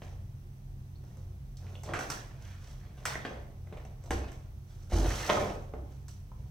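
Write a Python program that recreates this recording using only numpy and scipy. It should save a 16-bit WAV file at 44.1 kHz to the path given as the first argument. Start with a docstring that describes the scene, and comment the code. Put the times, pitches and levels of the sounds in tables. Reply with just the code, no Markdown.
"""Knocks, scrapes and rustles come first: hands shift cables and push a plug into a strip on a wooden bench.
Then a monitor slides and its foot lands; behind it all a machine hums in the garage's low resonances.
Knocks are bursts of noise ringing parts and bench; rubbing is uneven noise that hisses, rustles and grinds.
The foot is a set of struck modes, the sway a low tone with rattle, the room shaped noise and wavering tones.
Two small microphones, each with its own treble peak, pick it all up."""
import sys
import numpy as np
from scipy import signal
from scipy.fft import rfft, irfft, next_fast_len
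from scipy.io import wavfile
from scipy.ndimage import uniform_filter1d

SR = 44100
rng = np.random.default_rng(int(sys.argv[2]) if len(sys.argv) > 2 else 0)


def bounce(signal):
    """Save signal as a 16-bit WAV file at the path given by the first command-line argument."""
    frames = np.transpose(np.atleast_2d(signal))
    limited = np.clip(frames, -1, 1)
    pcm = np.round(limited * 32767).astype(np.int16)
    wavfile.write(sys.argv[1], SR, pcm)


def field_ratio(decibels):
    """Amplitude ratio for a level in dB (20 dB per decade); scalars and array-likes work."""
    return 10 ** (np.asarray(decibels, dtype=float) / 20)


N = 286650  # samples, 6.5 s


def evened(x):
    """Scales to rms 1."""
    return x / np.sqrt(np.mean(x ** 2) + 1e-20)


def read(points, hz):
    """Reads a table on a log-frequency axis."""
    f, value = np.transpose(points)
    return np.interp(np.log(hz + 1), np.log(f + 1), value)


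def coloured(x, points):
    """Shapes the spectrum of x by (Hz, dB) points."""
    size = next_fast_len(x.shape[-1])
    gain = field_ratio(read(points, np.fft.rfftfreq(size, 1 / SR)))
    return irfft(rfft(x, size) * gain, size)[..., :x.shape[-1]]


def resonate(x, hz, width):
    """A resonance of peak gain 1."""
    return signal.lfilter(*signal.iirpeak(hz, hz / width, SR), x)


def steep_resonance(x, hz, width):
    """Two resonances in a row, the second twice as wide, brought to rms 1."""
    return evened(resonate(resonate(x, hz, width), hz, 2 * width))


def add(mix, s, sound):
    """Mixes a sound in at a time in seconds."""
    part = mix[round(s * SR):][:len(sound)]
    part += sound[:len(part)]


def envelope(start, length, rise_s, fade_db_per_s):
    """Rises, holds until start + length, then dies away."""
    t = np.arange(N) / SR - start
    return np.clip(t / rise_s, 0, 1) * field_ratio(-fade_db_per_s * np.maximum(t - length, 0))


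# How alike the two sides are. Each row: frequency [Hz], left-right likeness [-1 to 1].
LIKENESS = [(60, 0.99), (180, 0.95), (550, 0.45), (1650, -0.48), (4970, 0.26), (15000, -0.69)]


def alike(left, other, hz):
    """A right-hand spectrum that shares the tabled part of the left one."""
    same = np.clip(read(LIKENESS, hz), -1, 1)
    same = same.reshape(same.shape + (1,) * (left.ndim - 1 if left.ndim == 3 else 0))
    return same * left + np.sqrt(1 - same ** 2) * other


# Broad air noise of the garage. Each row: frequency [Hz], relative density [dB per Hz].
AIR_COLOUR = [(12, -29), (20, -15.5), (133, -4), (162, -13.5), (192, -13.5), (300, -28), (326, -48),
              (355, -24.5), (510, -32), (754, -30), (891, -34), (1280, -37), (1840, -38.5), (6120, -46),
              (15800, -47)]
# Low room resonances. Each row: frequency [Hz], filter width [Hz], level [dB].
ROOM_MODES = [(37.9, 8.3, -50), (62.85, 5.9, -50), (91.1, 4.7, -47.5), (112, 8.6, -59.5), (194, 8.9, -69.5),
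              (356.6, 12, -73)]
# Machine tones. Each row: frequency [Hz], middle level [dB].
HUM_TONES = [(132, -50.5), (299, -72.5)]


def room_tone():
    """Broad noise, alike left and right in the bass, with low resonances and slightly wavering tones."""
    size, t = next_fast_len(N), np.arange(N) / SR
    left, other = rfft(rng.standard_normal((2, size)))
    right = alike(left, other, np.fft.rfftfreq(size, 1 / SR))
    pair = irfft(np.array([left, right]), size)[:, :N]
    air = field_ratio(-48) * evened(coloured(pair, AIR_COLOUR))
    boom = sum(field_ratio(db) * steep_resonance(pair, hz, width) for hz, width, db in ROOM_MODES)
    waver = evened(uniform_filter1d(uniform_filter1d(rng.standard_normal(N), 6000), 6000))
    hum = sum(field_ratio(db + 0.97 * waver) * np.sqrt(2) * np.sin(2 * np.pi * hz * t + 0.44 * waver)
              for hz, db in HUM_TONES)
    return air + boom + hum


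# Echo decay of the garage. Each row: frequency [Hz], time to fall by 60 dB [s].
ECHO_DECAY = [(200, 0.64), (700, 0.56), (2500, 0.44), (7000, 0.28), (14000, 0.33)]


def garage(x):
    """Sparse echoes, each band dying at its own speed, likeness set by band; three sets take turns at 7 Hz."""
    echoes = np.zeros((6, SR))
    # one echo of random sign in every 20 samples
    at = np.arange(200, SR - 20, 20) + rng.integers(0, 20, (6, (SR - 201) // 20))
    np.put_along_axis(echoes, at, rng.choice([-1., 1.], at.shape), 1)
    hz, t, z = signal.stft(echoes, SR, nperseg=512)
    z[1::2] = alike(z[::2].transpose(1, 0, 2), z[1::2].transpose(1, 0, 2), hz).transpose(1, 0, 2)
    decay = field_ratio(-60 * t / read(ECHO_DECAY, hz)[:, None])
    tails = signal.istft(z * decay, SR, nperseg=512)[1]
    tails /= np.linalg.norm(tails[0])
    turn = 2 * np.pi * 7 * np.arange(N) / SR
    out = np.zeros((2, N))
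    for k in range(3):
        feed = np.sqrt(2 / 3) * np.cos(turn + 2 * np.pi * k / 3) * x
        out += signal.fftconvolve(feed[None], tails[2 * k:2 * k + 2], axes=1)[:, :N]
    return out


# Higher modes of the bench frame. Each row: frequency [Hz], filter width [Hz], level relative to the sway [dB].
FRAME_MODES = [(79, 24, -4.5), (162, 35, -17), (217, 40, -16.5), (328, 35, -12.5)]
# Leaning on the bench. Each row: start [s], length [s], sway frequency [Hz], level [dB].
LEANS = [(4.09, 0.087, 62.4, -34.5), (4.912, 0.14, 47.4, -25.5), (5.209, 0.35, 54.3, -46.5),
         (5.717, 0.082, 64.1, -40.5)]


def sway():
    """Each push rocks the frame on its lowest mode and rattles the higher ones."""
    push, t = rng.standard_normal(N), np.arange(N) / SR
    rattle = sum(field_ratio(db) * steep_resonance(push, hz, width) for hz, width, db in FRAME_MODES)
    out = np.zeros(N)
    for s, length, hz, db in LEANS:
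        rocking = np.sqrt(2) * np.sin(2 * np.pi * hz * (t - s))
        level = field_ratio(db) * envelope(s, length, rise_s=0.027, fade_db_per_s=103)
        out += level * (rocking + rattle)
    return out


# Modes of the wooden top. Each row: frequency [Hz], relative level [dB], time to fall by 60 dB [s].
BENCH_MODES = [(217, -9.5, 0.075), (275, -17.5, 0.11), (318, -13.5, 0.023), (372.5, -3, 0.032),
               (439.4, -7, 0.075), (529.5, 6, 0.023), (603.3, 0, 0.041), (699, 13.5, 0.014),
               (855, 0, 0.026), (1042, -3.5, 0.032), (1253, -17.5, 0.1)]


def bench(force):
    """The wooden top answers any force with its modes."""
    t = np.arange(SR // 4) / SR
    ring = sum(field_ratio(db - 60 * t / t60) * np.sin(2 * np.pi * hz * t) for hz, db, t60 in BENCH_MODES)
    return signal.oaconvolve(force, ring / np.linalg.norm(ring))[:N]


def streaky(x):
    """Brief narrow patches of the spectrum stand out and fade as surfaces catch."""
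    z = signal.stft(x, nperseg=512, noverlap=384)[2]
    patches = uniform_filter1d(rng.standard_normal(z.shape), size=2, axis=0)
    patches = uniform_filter1d(patches, size=14, axis=1)
    streak_db = 3.5 * evened(patches)
    return evened(signal.istft(z * field_ratio(streak_db), nperseg=512, noverlap=384)[1][:N])


# Strokes of cables, sleeves and the monitor's foot.
# Each row: start [s], length [s], grind force on the bench [dB], rustle [dB], hiss [dB].
RUB_STROKES = [(0, 0.02, -55.5, -56.5, -61.5), (1.007, 0.19, -65, -73.5, -75),
               (1.581, 0.21, -59.5, -64.5, -66.5), (1.842, 0.12, -41, -52.5, -78),
               (1.96, .16, -51, -68, -55), (2.28, 0.11, -63, -63, -74), (2.38, 0.14, -77, -58, -64),
               (2.58, 0.16, -67, -60, -63.5), (2.81, 0.041, -63, -59.5, -81), (2.94, 0.3, -58, -60, -68),
               (3.64, 0.16, -59.5, -68, -81), (3.982, .12, -60.5, -71, -71), (4.25, 0.035, -69, -59, -76),
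               (4.654, 0.18, -70, -69.5, -68), (4.892, 0.18, -39, -44, -44.5),
               (5.068, 0.24, -46, -40, -43.5), (5.25, 0.19, -35, -42.5, -49.5),
               (5.862, 0.074, -72, -70, -70), (6.327, 0.15, -68.5, -78, -76.5)]
# Sliding just after a knock, four layers: grind, rustle, hiss, top of the hiss.
# Columns: start relative to the thud, blow, tick and adjusted tick in turn [dB].
SETTLE_START = (-10.5, -14, -11.5, -29.5)
# Columns: fade of the same four layers [dB per s].
SETTLE_FADE = (82, 110, 151, 170)


def contact():
    """Levels of grind, rustle, hiss and its top: strokes and the settling after each knock add up in power."""
    power = np.zeros((4, N))
    for start, length, *db in RUB_STROKES:
        level = field_ratio([*db, db[2] - 8])[:, None]  # top of the hiss: 8 dB under it
        power += (level * envelope(start, length, rise_s=0.046, fade_db_per_s=108)) ** 2
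    t, fade = np.arange(SR // 2) / SR, np.array(SETTLE_FADE)[:, None]
    for s, db, _, thud_db, tick_db in PART_KNOCKS:
        top_db = tick_db - 0.53 * thud_db  # stronger the less of the blow goes into the bench
        start_db = db + np.array([thud_db, 0, tick_db, top_db]) + SETTLE_START
        for layer, settling in zip(power, field_ratio(start_db[:, None] - fade * t)):
            add(layer, s, settling ** 2)
    return np.sqrt(power)


# Colour of the fine slips. Each row: frequency [Hz], relative density [dB per Hz].
HISS_COLOUR = [(1760, -30), (3000, -7), (4530, -6.5), (6260, -5.5), (7130, -6.5), (15500, -26.5)]
# Colour of the finest slips. Each row: frequency [Hz], relative density [dB per Hz].
TOP_COLOUR = [(7000, -28), (10000, -1), (13000, -2), (15800, 0)]


def rubbing():
    """Dense uneven slips: the finest hiss, middling ones rustle, coarse ones grind through the bench."""
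    grind, rustle, hiss, top = contact()
    uneven_db = 3.0 * evened(uniform_filter1d(rng.standard_normal((4, N)), 300))
    coarse, middling, fine, finest = rng.standard_normal((4, N)) * field_ratio(uneven_db)
    middling = streaky(resonate(resonate(middling, 1350, 2260), 1520, 2850))
    out = bench(grind * evened(coarse)) + rustle * middling
    out += hiss * evened(coloured(fine, HISS_COLOUR))
    return out + top * evened(coloured(finest, TOP_COLOUR))


# Knocks of plugs, cables and the monitor's foot. Each row: start [s], blow [dB], ring of the struck part [Hz],
# thud force relative to the blow, before the bench gain [dB], treble tick relative to the blow [dB].
PART_KNOCKS = [(0.019, -48, 2500, 0.5, -10), (1.037, -61, 900, 1.5, -6), (1.17, -62, 990, 4.5, 1.5),
               (1.57, -57, 4270, -21, 3.5), (1.666, -51.5, 1640, -4, -29), (1.834, -47, 1510, -1, 3),
               (1.861, -50, 2980, -4, -2), (1.89, -44, 890, 5.5, -23), (1.936, -24, 1410, -10, -16.5),
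               (1.99, -33, 1300, -5.5, -6.5), (2.008, -34, 1130, -16, -11), (2.101, -29, 1070, -12, -0.5),
               (3.003, -60, 1500, -3, -5), (3.054, -21.5, 1550, -20, -6.5), (3.25, -30, 1650, -4, -22),
               (3.31, -49.5, 905, 9.5, -30), (3.725, -45, 1720, -1, -19), (3.77, -47, 2030, -4, -13),
               (3.85, -52, 1870, -1.5, -5), (4.038, -62, 1900, -6, 5), (4.059, -60, 3740, 5.5, 5),
               (4.107, -26, 1700, -3.5, -8.5), (4.283, -50, 2540, -12, -9), (4.317, -49.5, 1880, -12, -2),
               (4.921, -40, 900, 8, -30), (5.298, -22, 2240, -5, -20), (5.737, -53, 1030, 13.5, -23),
               (6.082, -51.5, 1060, -16, 5)]
# Light taps that ring one small part on a clearer note.
# Each row: start [s], blow [dB], note [Hz], filter width [Hz].
LIGHT_TAPS = [(.955, -56, 4200, 800), (1.752, -41.5, 3040, 1300), (2.17, -43, 1750, 400),
              (3.154, -26.5, 1810, 700), (3.67, -50, 1850, 790), (4.074, -41, 735, 219),
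              (4.706, -60, 4660, 1500), (6.316, -47, 920, 404)]
# Colour of the treble tick. Each row: frequency [Hz], relative density [dB per Hz].
TICK_COLOUR = [(2060, -62), (3500, -13.5), (6250, -3.5), (6990, -10), (7570, -3.5), (10000, -13.5),
               (15500, -19)]


def knocks():
    """Each contact is a short rattle of force that rings the part, ticks in the treble and thuds into the bench."""
    out, thuds, t = np.zeros(N), np.zeros(N), np.arange(SR // 8) / SR
    # a sharp blow, then small bounces; taps do not bounce
    blow = (1 - np.exp(-t / 0.00013)) * (np.exp(-t / 0.0044) + 0.26 * np.exp(-t / 0.016))
    tap = (1 - np.exp(-t / 0.00065)) * np.exp(-t / 0.0047)
    rows = [(*row, row[2], blow) for row in PART_KNOCKS]  # filter as wide as its pitch
    rows += [(s, db, hz, -9, -20, width, tap) for s, db, hz, width in LIGHT_TAPS]
    white = rng.standard_normal((len(rows), len(t)))
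    ticks = evened(coloured(white, TICK_COLOUR))
    for (s, db, hz, thud_db, tick_db, width, shape), noise, tick in zip(rows, white, ticks):
        part = steep_resonance(resonate(noise, hz, width), hz, width)
        add(out, s, shape * (field_ratio(db) * part + field_ratio(db + tick_db) * tick))
        add(thuds, s, field_ratio(db + thud_db) * shape * noise)
    return out + field_ratio(5.5) * bench(thuds)


# The monitor's foot comes down and bounces. Each row: start [s], blow [dB].
FOOT_BOUNCES = [(5.287, -22.5), (5.293, -18.5), (5.299, -11), (5.333, -19), (5.358, -21), (5.371, -17.5),
                (5.403, -22), (5.433, -28.5)]
# Modes of the hollow foot. Each row: frequency [Hz], middle relative level [dB], time to fall by 60 dB [s].
FOOT_MODES = [(532, 1, 0.051), (580, 0, 0.047), (625, 3.5, 0.058), (717, -0.5, 0.047), (870, -1, 0.056),
              (1022, -2.5, 0.062), (1080, -8, .06), (1249, -2, 0.08), (1740, -13, 0.046), (2420, -7, .02),
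              (3030, -6.5, 0.03)]


def landing():
    """Each bounce is a brief contact that rings the hollow foot, every mode struck a little differently."""
    out, t = np.zeros(N), np.arange(SR // 6) / SR
    hz, mode_db, t60 = np.transpose(FOOT_MODES)[..., None]
    chance = rng.standard_normal((len(FOOT_BOUNCES), 2, len(FOOT_MODES), 1))
    for (s, db), (size, shift) in zip(FOOT_BOUNCES, chance):
        level = field_ratio(mode_db + 4.4 * size - 60 * t / t60)
        ring = (level * np.sin(2 * np.pi * hz * (1 + 0.008 * shift) * t + 1.47 * shift)).sum(0)
        onset = 1 - np.exp(-t / 0.00025)
        add(out, s, field_ratio(db) * onset * ring / np.abs(ring).max())
    return out


def scene():
    """Everything handled, its echo, and the room tone."""
    hits, rubs = knocks() + landing(), rubbing()
    echo = garage(field_ratio(-2.0) * hits + field_ratio(-3.0) * rubs)
    return hits + rubs + sway() + echo + room_tone()


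def top_cut(x):
    """Nothing passes above the cut-off."""
    return signal.sosfilt(signal.butter(12, 16510, fs=SR, output="sos"), x)


# Colour of the left microphone. Each row: frequency [Hz], gain before the overall level [dB].
LEFT_COLOUR = [(300, -0.5), (3000, -3.5), (4800, -5), (6200, -9), (7600, 1), (9500, -2), (12000, -2)]
# Colour of the right microphone. Each row: frequency [Hz], gain before the overall level [dB].
RIGHT_COLOUR = [(300, 0), (3000, -3), (4800, -1.5), (6200, 6.5), (7000, -8.5), (9500, -7.5), (12000, -2.5)]


def record(dry):
    """Each microphone port colours the treble its own way, the right one a sample late; then a band limit."""
    left = field_ratio(-2.0) * coloured(dry[0], LEFT_COLOUR)
    right = field_ratio(-1.53) * coloured(dry[1], RIGHT_COLOUR)
    ports = np.array([left, np.roll(right, 1)])
    low_pass = signal.firwin(255, 15900, window=("kaiser", 7), fs=SR)  # edge in Hz
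    mix = signal.oaconvolve(ports, low_pass[None], "same")
    return top_cut(mix)


dry = scene()
out = record(dry)
bounce(out)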